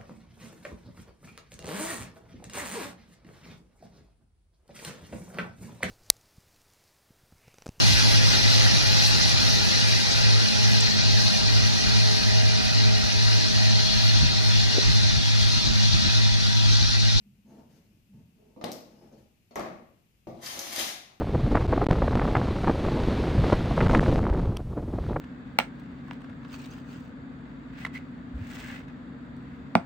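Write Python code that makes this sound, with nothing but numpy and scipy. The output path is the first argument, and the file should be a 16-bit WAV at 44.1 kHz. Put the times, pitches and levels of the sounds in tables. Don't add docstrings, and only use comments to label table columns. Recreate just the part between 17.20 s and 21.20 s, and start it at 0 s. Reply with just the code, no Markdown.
import sys
import numpy as np
from scipy import signal
from scipy.fft import rfft, irfft, next_fast_len
from scipy.io import wavfile
from scipy.ndimage import map_coordinates

SR = 44100
rng = np.random.default_rng(int(sys.argv[2]) if len(sys.argv) > 2 else 0)


def store_wav(level_fs):
    pcm = np.round(np.clip(np.atleast_2d(level_fs), -1, 1) * 32767)
    wavfile.write(sys.argv[1], SR, pcm.T.astype(np.int16))


N = 176400


def amp(db):
    return 10 ** (np.asarray(db) / 20)


def unit(x):
    return x / np.sqrt(np.mean(x ** 2) + 1e-20)


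def along(points, hz):
    f, v = np.transpose(points)
    return np.interp(np.log(hz + 1), np.log(f + 1), v)


def envelope(points):
    return np.interp(np.arange(N) / SR, *np.transpose(points))


def wobble(rate):
    knots = rng.standard_normal(int(N * rate / SR) + 4)
    return map_coordinates(knots, [np.arange(N) * rate / SR])


def filtered(x, response):
    n = x.shape[-1]
    size = next_fast_len(n + SR // 4)
    return irfft(rfft(x, size) * response(np.fft.rfftfreq(size, 1 / SR)), size)[..., :n]


def coloured(x, eq):
    return unit(filtered(x, lambda hz: amp(along(eq, hz))))


def pulse(db_of_hz, size=4096):
    cepstrum = irfft(np.log(amp(db_of_hz(np.fft.rfftfreq(size, 1 / SR)))))
    cepstrum[1:size // 2] *= 2
    cepstrum[size // 2 + 1:] = 0
    return irfft(np.exp(rfft(cepstrum)))


def add(out, start, x):
    i = max(0, round(start * SR))
    out[..., i:i + x.shape[-1]] += x[..., :N - i]


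# (frequency [Hz], left-right correlation [-1 to 1])
CORRELATION = [(50, 0.89), (150, 0.79), (280, 0.69), (520, 0.49), (1000, -0.34), (2000, 0.041),
               (4000, -0.01), (12000, -0.16)]


def spread(pair):
    width = lambda hz: np.arccos(np.clip(along(CORRELATION, hz), -1, 1)) / 2
    mid, side = filtered(pair, lambda hz: np.array([np.cos(width(hz)), np.sin(width(hz))]))
    return np.array([mid + side, mid - side])


# (frequency [Hz], T60 [s])
ROOM_DECAY = [(60, 1), (200, .68), (700, 0.59), (2000, 0.61), (4500, 0.55), (9000, 0.41), (14000, 0.41)]
EARLY_DB, EARLY_T60_S = -9, 0.026


def room(x, direct_db):
    hz, t, noise = signal.stft(rng.standard_normal((2, SR)), SR, nperseg=256)
    t60 = along(ROOM_DECAY, hz)[:, None]
    tail = signal.istft(noise * amp(-60 * t / t60) / np.sqrt(t60), SR, nperseg=256)[1][:, :SR]
    t = np.arange(SR) / SR
    early = rng.standard_normal((2, SR)) * amp(EARLY_DB - 60 * t / EARLY_T60_S) / np.sqrt(EARLY_T60_S)
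    response = spread(tail + early) * np.sqrt(2 * np.log(1000) / SR)
    response[:, 0] += amp(direct_db)
    return signal.fftconvolve(x[None], response, axes=1)[:, :N]


# (frequency [Hz], gain [dB])
ROOM_TONE_EQ = [(20, -11.5), (33, -11), (50, 5.5), (60, -6.5), (75, -3.5), (150, 0), (210, -4.5),
                (320, -12.5), (550, -20.5), (1200, -25.5), (1800, -25.5), (2650, -18), (3600, -27),
                (6500, -28), (8500, -30.5), (14500, -26.5)]
ROOM_TONE_DB = -66.5


def room_tone():
    return amp(ROOM_TONE_DB) * coloured(spread(rng.standard_normal((2, N))), ROOM_TONE_EQ)


# (time [s], level [dB], starting pitch [Hz], T60 [s])
GROAN_CUES = [(0.0, -57, 223.3, 0.97), (0.059, -43.5, 218, 0.19), (0.103, -46, 141, 0.17),
              (0.182, -42.5, 205, 0.09), (0.246, -46, 224, 0.19), (.30, -48, 238, 0.23),
              (0.501, -73, 215, 0.47), (0.892, -47.5, 211, 0.48), (0.939, -39, 126, 0.16),
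              (0.949, -38, 221, .12), (1.003, -45, 181, 0.13), (1.026, -50, 111, 0.13),
              (1.055, -49, 202.4, 0.22)]
GROAN_END_HZ, GROAN_GLIDE_S, GROAN_ATTACK_S, GROAN_REVERB_DB = 76.8, 0.0867, 0.0073, -9


def floor_groans():
    out, t = np.zeros(N), np.arange(SR // 2) / SR
    for start, db, start_hz, t60 in GROAN_CUES:
        hz = GROAN_END_HZ + (start_hz - GROAN_END_HZ) * np.exp(-(t / GROAN_GLIDE_S) ** 2)
        swell = (1 - np.exp(-t / GROAN_ATTACK_S)) * amp(db - 60 * t / t60)
        add(out, start, swell * np.sin(2 * np.pi * np.cumsum(hz) / SR))
    return amp(GROAN_REVERB_DB) * room(out, direct_db=-GROAN_REVERB_DB)


# (time [s], length [s], rumble [dB], rub [dB], hiss [dB])
SCUFF_CUES = [(0.245, .18, -63, -59, -75.5), (0.412, 0.19, -64.5, -72, -80.5),
              (0.492, 0.09, -81, -77, -75.5), (0.595, 0.21, -67.5, -84, -84.5),
              (0.916, 0.096, -56.5, -68.5, -83), (1.139, 0.2, -68.5, -70, -85),
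              (1.655, 0.24, -64.5, -63.5, -76.5), (1.809, 0.047, -76, -62, -99),
              (1.905, .05, -59, -59.5, -78), (1.965, 0.065, -61, -70, -73.5)]
# (frequency [Hz], gain [dB])
RUMBLE_EQ = [(30, -23), (70, -1), (130, 1.5), (215, 2.5), (300, -10), (600, -36), (2000, -88)]
RUB_EQ = [(100, -15), (250, 9.5), (420, 3.5), (650, 1.5), (850, 0.5), (1200, -12.5), (2500, -27),
          (8000, -37)]
HISS_EQ = [(300, -30), (1500, -5), (4000, -9), (6300, -6.5), (8000, -16.5), (14500, -15)]
SCUFF_ATTACK_SHARE, SCUFF_RELEASE_S, SCUFF_FLUTTER_DB = 0.26, 0.033, 1.53


def scuffs():
    out, t = np.zeros(N), np.arange(N) / SR
    layers = np.array([coloured(rng.standard_normal(N), eq) for eq in (RUMBLE_EQ, RUB_EQ, HISS_EQ)])
    for start, length, *levels in SCUFF_CUES:
        attack = np.clip((t - start) / (SCUFF_ATTACK_SHARE * length), 0, 1)
        release = np.clip((start + length - t) / SCUFF_RELEASE_S + .5, 0, 1)
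        out += attack * release * (amp(levels) @ layers)
    return room(out * amp(SCUFF_FLUTTER_DB * wobble(60)), direct_db=-3.5)


# (time [s], length [s], pitch [Hz], level [dB])
SQUEAK_CUES = [(0.265, 0.068, 6340, -75), (1.174, 0.1, 425.6, -61), (1.182, 0.067, 636, -63),
               (1.752, 0.089, 5120, -73.5), (1.805, 0.045, 806, -61), (1.907, 0.022, 341, -61),
               (1.909, 0.02, 545, -60), (3.353, 0.068, 327.5, -44.5), (3.596, 0.059, 591, -52)]
SQUEAK_WAVER_SHARE, SQUEAK_FLUTTER_DB = .014, 1.3


def squeaks():
    out, t = np.zeros(N), np.arange(N) / SR
    for start, length, hz, db in SQUEAK_CUES:
        swell = np.sqrt(np.abs(np.sin(np.pi * np.clip((t - start) / length, 0, 1))))
        gain = amp(db + SQUEAK_FLUTTER_DB * wobble(94))
        pitch = hz * (1 + SQUEAK_WAVER_SHARE * wobble(150))
        out += gain * swell * np.sin(2 * np.pi * np.cumsum(pitch) / SR)
    return room(out, direct_db=-7.5)


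# (time [s], level [dB])
CRUSH_ENVELOPE = [(3.0, -130), (3.15, -60), (3.2, -53.5), (3.29, -52), (3.34, -44.5), (3.38, -42.5),
                  (3.41, -49), (3.5, -50.5), (3.56, -44), (3.615, -36), (3.66, -57), (3.75, -73),
                  (3.84, -78), (3.91, -59), (4.0, -75)]
# (frequency [Hz], gain [dB])
CARTON_EQ = [(35, -35), (100, -6), (170, -8), (230, -2.5), (265, 0.5), (325, -4.5), (440, -10), (590, -3),
             (760, 2.5), (950, -10.5), (1170, -6), (1450, -20.5), (4000, -19), (12000, -33)]
CRUSH_GRAINS_PER_S = 700


def carton_crush():
    grains = (rng.random(N) < CRUSH_GRAINS_PER_S / SR) * rng.standard_normal(N)
    return room(coloured(grains, CARTON_EQ) * amp(envelope(CRUSH_ENVELOPE)), direct_db=-11.5)


# (time [s], level [dB])
AIR_ENVELOPE = [(3.18, -125), (3.215, -52), (3.238, -40), (3.26, -42.5), (3.285, -40), (3.35, -42.5),
                (3.43, -42.5), (3.51, -41), (3.55, -37), (3.595, -28.5), (3.625, -35), (3.65, -41.5),
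                (3.69, -39.5), (3.73, -52), (3.8, -72), (3.9, -110)]
# (frequency [Hz], gain [dB])
JET_EQ = [(100, -34), (500, -9.5), (1000, -2), (1400, -5), (1700, -2.5), (2400, -1.5), (3600, 0),
          (5000, -3), (6400, -0.5), (7800, -10), (10500, -6), (14500, -11.5)]
AIR_FLUTTER_DB = 2.5


def air_jet():
    jet = coloured(rng.standard_normal(N), JET_EQ)
    return room(jet * amp(envelope(AIR_ENVELOPE) + AIR_FLUTTER_DB * wobble(120)), direct_db=-7)


# (time [s], level [dB], pitch [Hz], T60 [s], relative crackle level [dB])
SNAP_CUES = [(1.44, -29, 2950, 0.0036, -34), (1.4428, -28, 3430, 0.0063, -39),
             (1.5180, -22.5, 5200, 0.0005, -2), (1.525, -35, 5500, .003, -6),
             (1.5318, -32, 6600, 0.001, -3), (2.3569, -31, 5900, 0.0015, -2),
             (2.360, -36.5, 6400, 0.0026, -2), (2.3653, -38, 4900, 0.0031, -13),
             (2.396, -35.5, 5760, 0.0023, -19), (3.261, -34, 4700, 0.036, -12),
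             (3.3925, -19.5, 6060, 0.0024, -7), (3.3956, -22.5, 5600, 0.0018, -14),
             (3.53, -29, 7000, .003, -8), (3.562, -21.5, 5200, 0.0054, -14),
             (3.5957, -26, 3550, 0.0047, -20), (3.5977, -22, 4100, 0.0035, -19),
             (3.61, -26, 3440, .008, -10)]
SNAP_Q, CRACKLE_HZ = 3.8, 12600


def crease_snaps():
    def burst(centre, decay):
        bandpass = lambda f: 1j * f * centre / SNAP_Q / (centre ** 2 - f * f + 1j * f * centre / SNAP_Q)
        return unit(filtered(rng.standard_normal(len(decay)) * decay, bandpass))

    out, t = np.zeros((2, N)), np.arange(SR // 25) / SR
    for start, db, hz, t60, crackle_db in SNAP_CUES:
        decay = amp(-60 * t / t60)
        click = burst(hz, decay) + amp(crackle_db) * burst(CRACKLE_HZ, decay)
        gain = amp(db) * np.sqrt(np.mean(decay ** 2))
        add(out, start, room(gain * click, direct_db=-1.5))
    return out


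# (time [s], contact time [s], deep [dB], bass [dB], body [dB], clack [dB], crack [dB], tick [dB])
STAMP_CUES = [(1.3634, 0.015, -10, 0, 2.5, -27, -28, -45), (1.4131, 0.0077, -1, 7, 9, -7, -12, -32),
              (1.440, 0.0059, 9.5, 16.5, 14.5, 3, -8, -28),
              (1.925, 0.014, -15, -8.5, -10.5, -47, -20.5, -42),
              (2.3095, 0.012, -10, -7, -4.5, -18, -17.5, -38), (2.358, 0.0051, 5, 11.5, 16, 8.5, -6.5, -22),
              (2.3725, 0.0034, 4, 12, 10, 2.5, -8, -38), (2.396, 0.0032, 7.5, 12.5, 2.5, 4.5, -10, -20),
              (2.410, 0.00069, 12.5, 12.5, 5.5, 0.5, -10.5, -40), (2.45, 0.0018, 4, 2.5, 1, -2, -19, -37),
              (3.0708, 0.012, 12, 7.5, 7, -12, -15.5, -27), (3.088, 0.0088, 12.5, 2, -2, -22, -32, -36)]
STAMP_BANDS = [105, 210, 780, 1550, 4500, 11000]
# (frequency [Hz], gain [dB])
FLOOR_EQ = [(30, -33), (65, -16.5), (115, -8), (180, -0.5), (230, 0.5), (285, -4), (340, -1), (440, -3.5),
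            (600, 1.5), (800, -3), (950, -5), (1150, -1), (1500, -9.5), (2100, -4), (2900, -11.5),
            (6500, -5), (7800, -16), (14500, -7.5)]
# (frequency [Hz], relative level [dB])
BOARD_MODES = [(124, -8), (180, -3.5), (231, 1.5), (334, -4), (520, -1), (630, -4.5), (765, -9.5),
               (1150, -20.5)]
GRIT_DB, HARD_CONTACT_S = -16.5, 0.0055
RING_DB, RING_SCATTER_DB, RING_T60_S = -58.5, 1.5, .5


def stamps():
    out, t = np.zeros((2, N)), np.arange(SR) / SR
    for start, contact_s, *levels in STAMP_CUES:
        hit_eq = list(zip(STAMP_BANDS, levels))
        knock = pulse(lambda hz: along(FLOOR_EQ, hz) + along(hit_eq, hz))
        settle = rng.standard_normal(len(t)) * np.exp(-t / abs(contact_s))
        force = amp(GRIT_DB) * settle / np.linalg.norm(settle)
        force[0] += np.exp(-contact_s / HARD_CONTACT_S)
        hit = signal.fftconvolve(knock, force / np.linalg.norm(force))
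        add(out, start, room(hit, direct_db=-13.5))
        ring = np.zeros(len(t))
        for hz, db in BOARD_MODES:
            decay = amp(db + rng.normal(0, RING_SCATTER_DB) - 60 * t / RING_T60_S)
            ring += decay * np.sin(2 * np.pi * hz * t)
        add(out, start, amp(RING_DB + np.mean(levels[:2])) * ring)
    return out


# (frequency [Hz], left over right [dB])
PAN = [(50, 3), (130, 1.9), (260, 0), (500, 3), (1000, 2.5), (2000, 5), (4500, 6.5), (8000, 1.5),
       (13000, -0.5)]


def scene():
    bed = room_tone()
    foley = stamps() + crease_snaps() + floor_groans() + scuffs() + squeaks() + air_jet() + carton_crush()
    return filtered(bed + foley, lambda hz: amp(np.outer([.5, -.5], along(PAN, hz))))


HIGH_CUT_HZ = 14900


def record(dry):
    return filtered(dry, lambda hz: 1 / np.sqrt(1 + (hz / HIGH_CUT_HZ) ** 200))


dry = scene()
out = record(dry)
store_wav(out)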